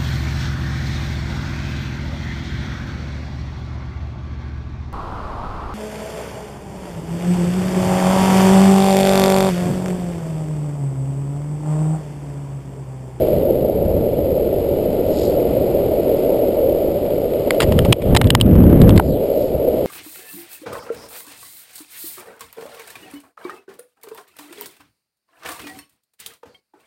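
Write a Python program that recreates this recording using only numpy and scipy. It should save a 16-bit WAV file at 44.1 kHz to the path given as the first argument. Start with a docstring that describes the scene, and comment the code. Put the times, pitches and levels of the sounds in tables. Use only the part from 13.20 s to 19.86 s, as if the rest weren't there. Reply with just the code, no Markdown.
"""A deep drumming under fine hiss: a longboard on rough asphalt, close to a small camera in the rider's hand.
Random stones and road grain excite the deck's spectrum; filtered noise makes the grit and brief wheel scrubs.
Later the grip shifts: noise bursts ring the camera housing, and shaped noise buffets the microphone as wind.
The recorder ducks peaks, clips, and holds each sample at a low rate, which adds a thin fizz."""
import sys
import numpy as np
from scipy import signal
from scipy.fft import rfft, irfft
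from scipy.io import wavfile
from scipy.ndimage import uniform_filter1d

SR = 44100
rng = np.random.default_rng(int(sys.argv[2]) if len(sys.argv) > 2 else 0)


def unload_audio(sound):
    """Save the sound as a 16-bit wav file, at the path given as the first command line argument."""
    columns = np.transpose(np.atleast_2d(sound))
    # keep every value between -1 and 1, then stretch to whole-number steps
    steps = np.round(np.clip(columns, -1, 1) * 32767)
    wavfile.write(sys.argv[1], SR, steps.astype(np.int16))


N = 293706
TIME = np.arange(N) / SR  # seconds
HOLD_HZ = 12000  # rate at which the recorder takes and holds samples


def gain_of(db):
    """Decibels to amplitude."""
    return 10 ** (np.asarray(db) / 20)


def evened(x):
    """Scales to an rms of one."""
    return x / np.sqrt(np.mean(x ** 2) + 1e-20)


def curves(rows):
    """Each column of a table, after its times, as a curve over time."""
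    s, *columns = np.transpose(rows)
    return [np.interp(TIME, s, column) for column in columns]


def colour(x, points):
    """Passes x through a causal, minimum-phase filter with the given spectrum."""
    f, db = np.transpose(points)
    hz = abs(np.fft.fftfreq(8192, 1 / SR))
    log_gain = np.log(gain_of(np.interp(np.log(hz + 1), np.log(f), db)))
    spectrum = np.exp(np.conj(signal.hilbert(log_gain)))
    response = np.fft.ifft(spectrum).real
    return signal.oaconvolve(x, response[:len(hz) // 2])[:len(x)]


def resonate(x, hz, width_hz):
    """A resonance of gain one whose centre may move: shift down to zero, smooth, shift back."""
    turn = np.exp(2j * np.pi * np.cumsum(hz * np.ones(len(x))) / SR)
    r = np.exp(-np.pi * width_hz / SR)
    smoothed = signal.lfilter([1 - r], [1, -r], x / turn)
    return 2 * (turn * smoothed).real


def resonate_twice(x, hz, width_hz):
    """Two equal resonances in a row, for steeper sides."""
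    return resonate(resonate(x, hz, width_hz), hz, width_hz)


def wander(low_hz, high_hz):
    """Random unevenness between two rates, rms one."""
    hz = np.fft.rfftfreq(N, 1 / SR)
    band = (hz > low_hz) * (hz < high_hz)
    return evened(irfft(rfft(rng.standard_normal(N)) * band, N))


def add(mix, s, sound):
    """Adds a sound to the mix, in place, at time s."""
    part = mix[round(s * SR):][:len(sound)]
    part += sound[:len(part)]


def wheels(stones_per_s=270, fine_db=1.0, patchy_db=1.0, grit_patchy_db=1.15, drum_trim_db=0.5, hiss_trim_db=5.0):
    """Single stones and the fine grain of the road drum the deck; grit hisses under the wheels."""
    # Each row: time in seconds, drumming of the deck in dB, hiss of the grit in dB, both before their trims.
    roll_rows = [(0.1, -16.5, -44), (0.24, -16.5, -47.5), (0.6, -18.5, -49), (1.3, -18, -47),
                 (1.8, -17, -45.5), (2.45, -16, -44.5), (2.7, -16.5, -45), (3.05, -15.3, -44),
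                 (3.45, -16, -46), (4.1, -19, -46.6), (4.35, -17, -43.5), (4.9, -19, -44),
                 (5.22, -25.5, -54), (5.55, -16, -44.5), (5.9, -19, -45.5), (6.35, -18.5, -48.8),
                 (6.6, -17.5, -45)]
    # Spectrum of the drumming deck. Each row: frequency in Hz, gain in dB.
    deck_spectrum = [(20, -17.5), (60, -19), (150, -15), (260, -7.5), (380, -2), (480, 0), (560, 1),
                     (620, -1.5), (690, -11), (770, -19), (900, -25.5), (1080, -46), (1600, -56.5),
                     (5500, -68.5)]
    # Spectrum of the hissing grit. Each row: frequency in Hz, gain in dB.
    grit_spectrum = [(300, -7.5), (800, 8.5), (1080, 0.5), (1400, 0), (1650, -8.5), (1950, -2.5),
                     (2250, -1), (2600, -2.5), (3000, -1), (3650, -6), (4300, -5.5), (5100, -7),
                     (5500, -15.5), (5800, -14.5)]
    drum_db, hiss_db = curves(roll_rows)
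    stones = (rng.random(N) < stones_per_s / SR) * rng.choice([-1, 1], N)
    road = evened(stones) + gain_of(fine_db) * rng.standard_normal(N)
    coarse = wander(12, 100)  # coarser and smoother patches fly past
    drum = evened(colour(road * gain_of(patchy_db * coarse), deck_spectrum))
    grit = rng.standard_normal(N) * gain_of(grit_patchy_db * coarse)
    hiss = evened(colour(grit, grit_spectrum))
    return gain_of(drum_db + drum_trim_db) * drum + gain_of(hiss_db + hiss_trim_db) * cupped(hiss)


def cupped(hiss, hollow_db=5, width_hz=1500):
    """The hand shades the hiss, which then comes through the resonant hollow of the palm."""
    # The hand around the camera. Each row: time in seconds, share of the hiss covered (0-1), hollow's pitch in Hz.
    hand_rows = [(4.35, 0, 3100), (4.8, 0.22, 3200), (5.25, 0.8, 2700), (5.7, 0.3, 3000), (5.87, 0.4, 4860),
                 (5.93, 1, 3920), (6.02, 0, 3000)]
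    cover, hz = curves(hand_rows)
    cover = np.clip(cover, 0, 1)
    hollow = gain_of(hollow_db) * resonate_twice(hiss, hz, width_hz)
    return (1 - cover) * hiss + cover * hollow


def scrub(hz=4400, width_hz=2400, chatter_db=4, squareness=1.6):
    """A wheel drifts sideways with a chattering hiss that swells and fades."""
    # Each row: middle in seconds, length in seconds, level at the middle in dB.
    scrub_rows = [(2.018, 0.13, -38), (6.218, .13, -48)]
    power = 0
    for s, length, db in scrub_rows:
        # a squareness of 2 is a bell; less is more pointed
        swell = np.exp(-abs(2 * (TIME - s) / length) ** squareness)
        power = power + gain_of(db) ** 2 * swell
    slips = rng.standard_normal(N) * gain_of(chatter_db * wander(28, 250))
    return np.sqrt(power) * evened(resonate_twice(slips, hz, width_hz))


def clacks(rise_s=0.001, fade_s=0.00062, tail_db=-24, tail_s=0.0033, width_hz=1100, grain_db=3):
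    """Each slip of the grip rattles the plastic housing briefly: one wall rings and the case thuds."""
    # Fingers on the housing. Each row: start in seconds, level in dB, length of contact in seconds,
    # pitch of the wall that is hit in Hz, its ring in dB and the whole case's thud in dB, both against the rattle.
    clack_rows = [(4.306, -8, 0.0025, 1830, -1, -14), (4.401, -14, 0.0091, 1250, -13, -25),
                  (4.416, -20, 0.02, 4460, -16, -4.5), (4.5207, -19.5, 0.0041, 2930, -21, 0.5),
                  (4.5888, -11.5, 0.0026, 1320, -4, -23), (4.648, -25, 0.011, 2420, -6, 3),
                  (4.7247, 1.5, 0.0046, 2620, -4, -8.5), (4.819, -28, 0.0051, 2300, -6, -2),
                  (4.948, -9.5, 0.0043, 1960, 1, 6), (4.964, 0, 0.0023, 3000, -26, -5),
                  (4.9686, -1.5, 0.003, 3550, -10, -9), (5.0132, -5.5, 0.0027, 1720, -3, 1),
                  (5.042, -19.5, 0.0015, 2000, -14, -13), (5.071, -17.5, 0.0011, 3300, -3, -10),
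                  (5.1035, -1.5, 0.0017, 3130, 6, -14), (5.1499, 3.5, 0.0019, 3860, -16, -2),
                  (5.201, -14, 0.0009, 2860, -8, -15), (5.2117, 4.5, 0.00093, 3140, 12, -33),
                  (5.3535, -17.5, 0.0011, 3000, -9, 13), (5.438, -14.5, 0.0018, 2960, -20, 12),
                  (5.6166, -12, 0.0012, 3680, -6, -9), (5.6923, -6.5, 0.0011, 3540, -24, 0.5),
                  (5.706, -12, 0.00087, 2870, 13, -6), (5.758, -26.5, 0.0099, 3700, -20, -2),
                  (5.7759, -11.5, 0.0034, 3770, -15, -11), (5.795, -3, 0.0037, 790, 14, 23)]
    # Spectrum of the rattling housing. Each row: frequency in Hz, gain in dB.
    housing_spectrum = [(150, -5), (700, -6.5), (1100, 3), (1500, -1.5), (2000, 3.5), (2450, -1.5),
                        (3100, 3.5), (4000, -4), (4900, -6.5), (5800, -13.5)]
    case_hz, case_width_hz = 843, 560  # low thud of the whole case
    out, t = np.zeros(N), np.arange(SR // 10) / SR
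    for s, db, length, hz, ring_db, thud_db in clack_rows + faint_slips():
        after = np.maximum(t - length, 0)
        let_go = np.exp(-after / (fade_s + length / 5)) + gain_of(tail_db) * np.exp(-after / tail_s)
        contact = (1 - np.exp(-t / rise_s)) * let_go
        catches = evened(uniform_filter1d(rng.standard_normal(len(t)), size=40))  # skin sticks and lets go
        rattle = rng.standard_normal(len(t)) * contact * gain_of(grain_db * catches)
        wall = evened(resonate_twice(rattle, hz, width_hz))
        case = evened(resonate_twice(rattle, case_hz, case_width_hz))
        housing = evened(colour(rattle, housing_spectrum))
        clack = housing + gain_of(ring_db) * wall + gain_of(thud_db) * case
        add(out, s, gain_of(db) * evened(clack) * np.sqrt(np.mean(contact ** 2)))
    return out


def faint_slips(count=12):
    """Small slips of the fingers at random times during the handling, as rows like those of the clacks."""
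    # One row: level in dB, length of contact in seconds, pitch in Hz, ring in dB, thud in dB.
    slip_row = (-30, 0.0015, 2300, -8, 0)
    # The stretch in which the fingers shift: start in seconds, end in seconds.
    handling_span = (3.7, 5.3)
    start, end = handling_span
    return [(start + when * (end - start), *slip_row) for when in rng.random(count)]


def wind(gust_db=1.77, overload_db=-36, overloads_per_s=180, swirl_db=-15.0, swirl_growth=0.66,
         roar_db=-3, roar_growth=1.89):
    """Eddies thump the microphone port: light air swirls deep; hard buffeting is brighter, with overload ticks."""
    # Four spectra: buffeting, the recorder's overload crackle, slow large eddies, small fast eddies.
    # In all of them, each row: frequency in Hz, gain in dB.
    buffet_spectrum = [(15, -27), (35, -16), (65, -1.5), (115, -1), (200, -4), (300, -10), (450, -17),
                       (700, -31), (1000, -43.5), (2000, -52), (3200, -67), (5500, -71)]
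    overload_spectrum = [(300, -14), (1200, 4), (3000, -8.5), (5800, -19)]
    swirl_spectrum = [(15, -5.5), (40, -2.5), (70, 1), (130, -12.5), (300, -36), (1000, -76)]
    roar_spectrum = [(60, -24.5), (160, -2.5), (260, 0), (450, -9.5), (700, -21), (1000, -32), (2000, -42),
                     (3200, -51), (5500, -69)]
    level_db = airspeed_db()
    eddies = rng.standard_normal(N) * gain_of(gust_db * wander(10, 100))
    buffet = evened(colour(eddies, buffet_spectrum))
    # the recorder's overload crackle, drawn as random ticks that follow the air level
    ticks = (rng.random(N) < overloads_per_s / SR) * np.tanh(rng.standard_normal(N))
    overload = gain_of(overload_db) * evened(colour(ticks, overload_spectrum))
    swirl = evened(colour(rng.standard_normal(N), swirl_spectrum))
    roar = evened(colour(rng.standard_normal(N), roar_spectrum))
    # growth: dB that a layer gains for each dB of air level
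    return (gain_of(level_db) * (buffet + overload)
            + gain_of(swirl_db + swirl_growth * level_db) * swirl
            + gain_of(roar_db + roar_growth * level_db) * roar)


def airspeed_db(rise_share=0.4, release_s=0.024):
    """Level of the air on the microphone: headwind plus gusts that build, hold and break off."""
    # Headwind on the microphone. Each row: time in seconds, level in dB.
    headwind_rows = [(0, -28.5), (1.0, -25.5), (1.5, -28.5), (2.45, -27), (3.2, -35), (4.0, -30.5),
                     (4.3, -35), (6.66, -34)]
    # Gusts on top of it. Each row: start in seconds, length in seconds, level in dB.
    gust_rows = [(0.112, 0.08, -20), (0.472, 0.36, -21.5), (4.382, 0.27, -14.5), (4.676, 0.036, -9),
                 (4.79, 0.23, -13.5), (4.888, 0.073, -9), (5.027, 0.033, -7), (5.072, 0.2, -10.5),
                 (5.171, 0.61, -4.5), (5.813, 0.14, -18), (6.32, 0.073, -25.5)]
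    headwind_db, = curves(headwind_rows)
    power = gain_of(headwind_db) ** 2
    for s, length, db in gust_rows:
        rise = np.clip((TIME - s) / (rise_share * length), 0, 1)
        release = np.exp(-np.maximum(TIME - s - length, 0) / release_s)
        power = power + (gain_of(db) * rise * release) ** 2
    return 10 * np.log10(power)


def scene():
    """Everything is close and outdoors: no echo."""
    return (wheels() + scrub() + clacks() + wind())[None]


def duck(x, recover_db_per_s=85, attack_s=0.00039):
    """Peak limiter: drops quickly when the sound passes full scale, and creeps back."""
    peak_db = 20 * np.log10(abs(x) + 1e-9)
    fall = np.arange(len(x)) / HOLD_HZ * recover_db_per_s
    over_db = np.maximum(np.maximum.accumulate(peak_db + fall) - fall, 0)
    lag = np.exp(-1 / (attack_s * HOLD_HZ))
    return x / gain_of(signal.lfilter([1 - lag], [1, -lag], over_db))


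def record(dry):
    """Coarse sampling, limiter and clipping; held samples mirror the rumble as a thin fizz around the hold rate."""
    coarse = signal.resample_poly(dry[0], HOLD_HZ, SR)
    coarse = signal.oaconvolve(coarse, signal.firwin(41, 5800, fs=HOLD_HZ), "same")
    held = np.repeat(np.clip(duck(coarse), -1, 1), 4)
    sound = signal.resample_poly(held, SR, 4 * HOLD_HZ)[:N]
    top_edge = signal.firwin(301, 15300, window=("kaiser", 9), fs=SR)  # low-pass, edge in Hz
    return signal.oaconvolve(sound, top_edge, "same")[None]


dry = scene()
out = record(dry)
unload_audio(out)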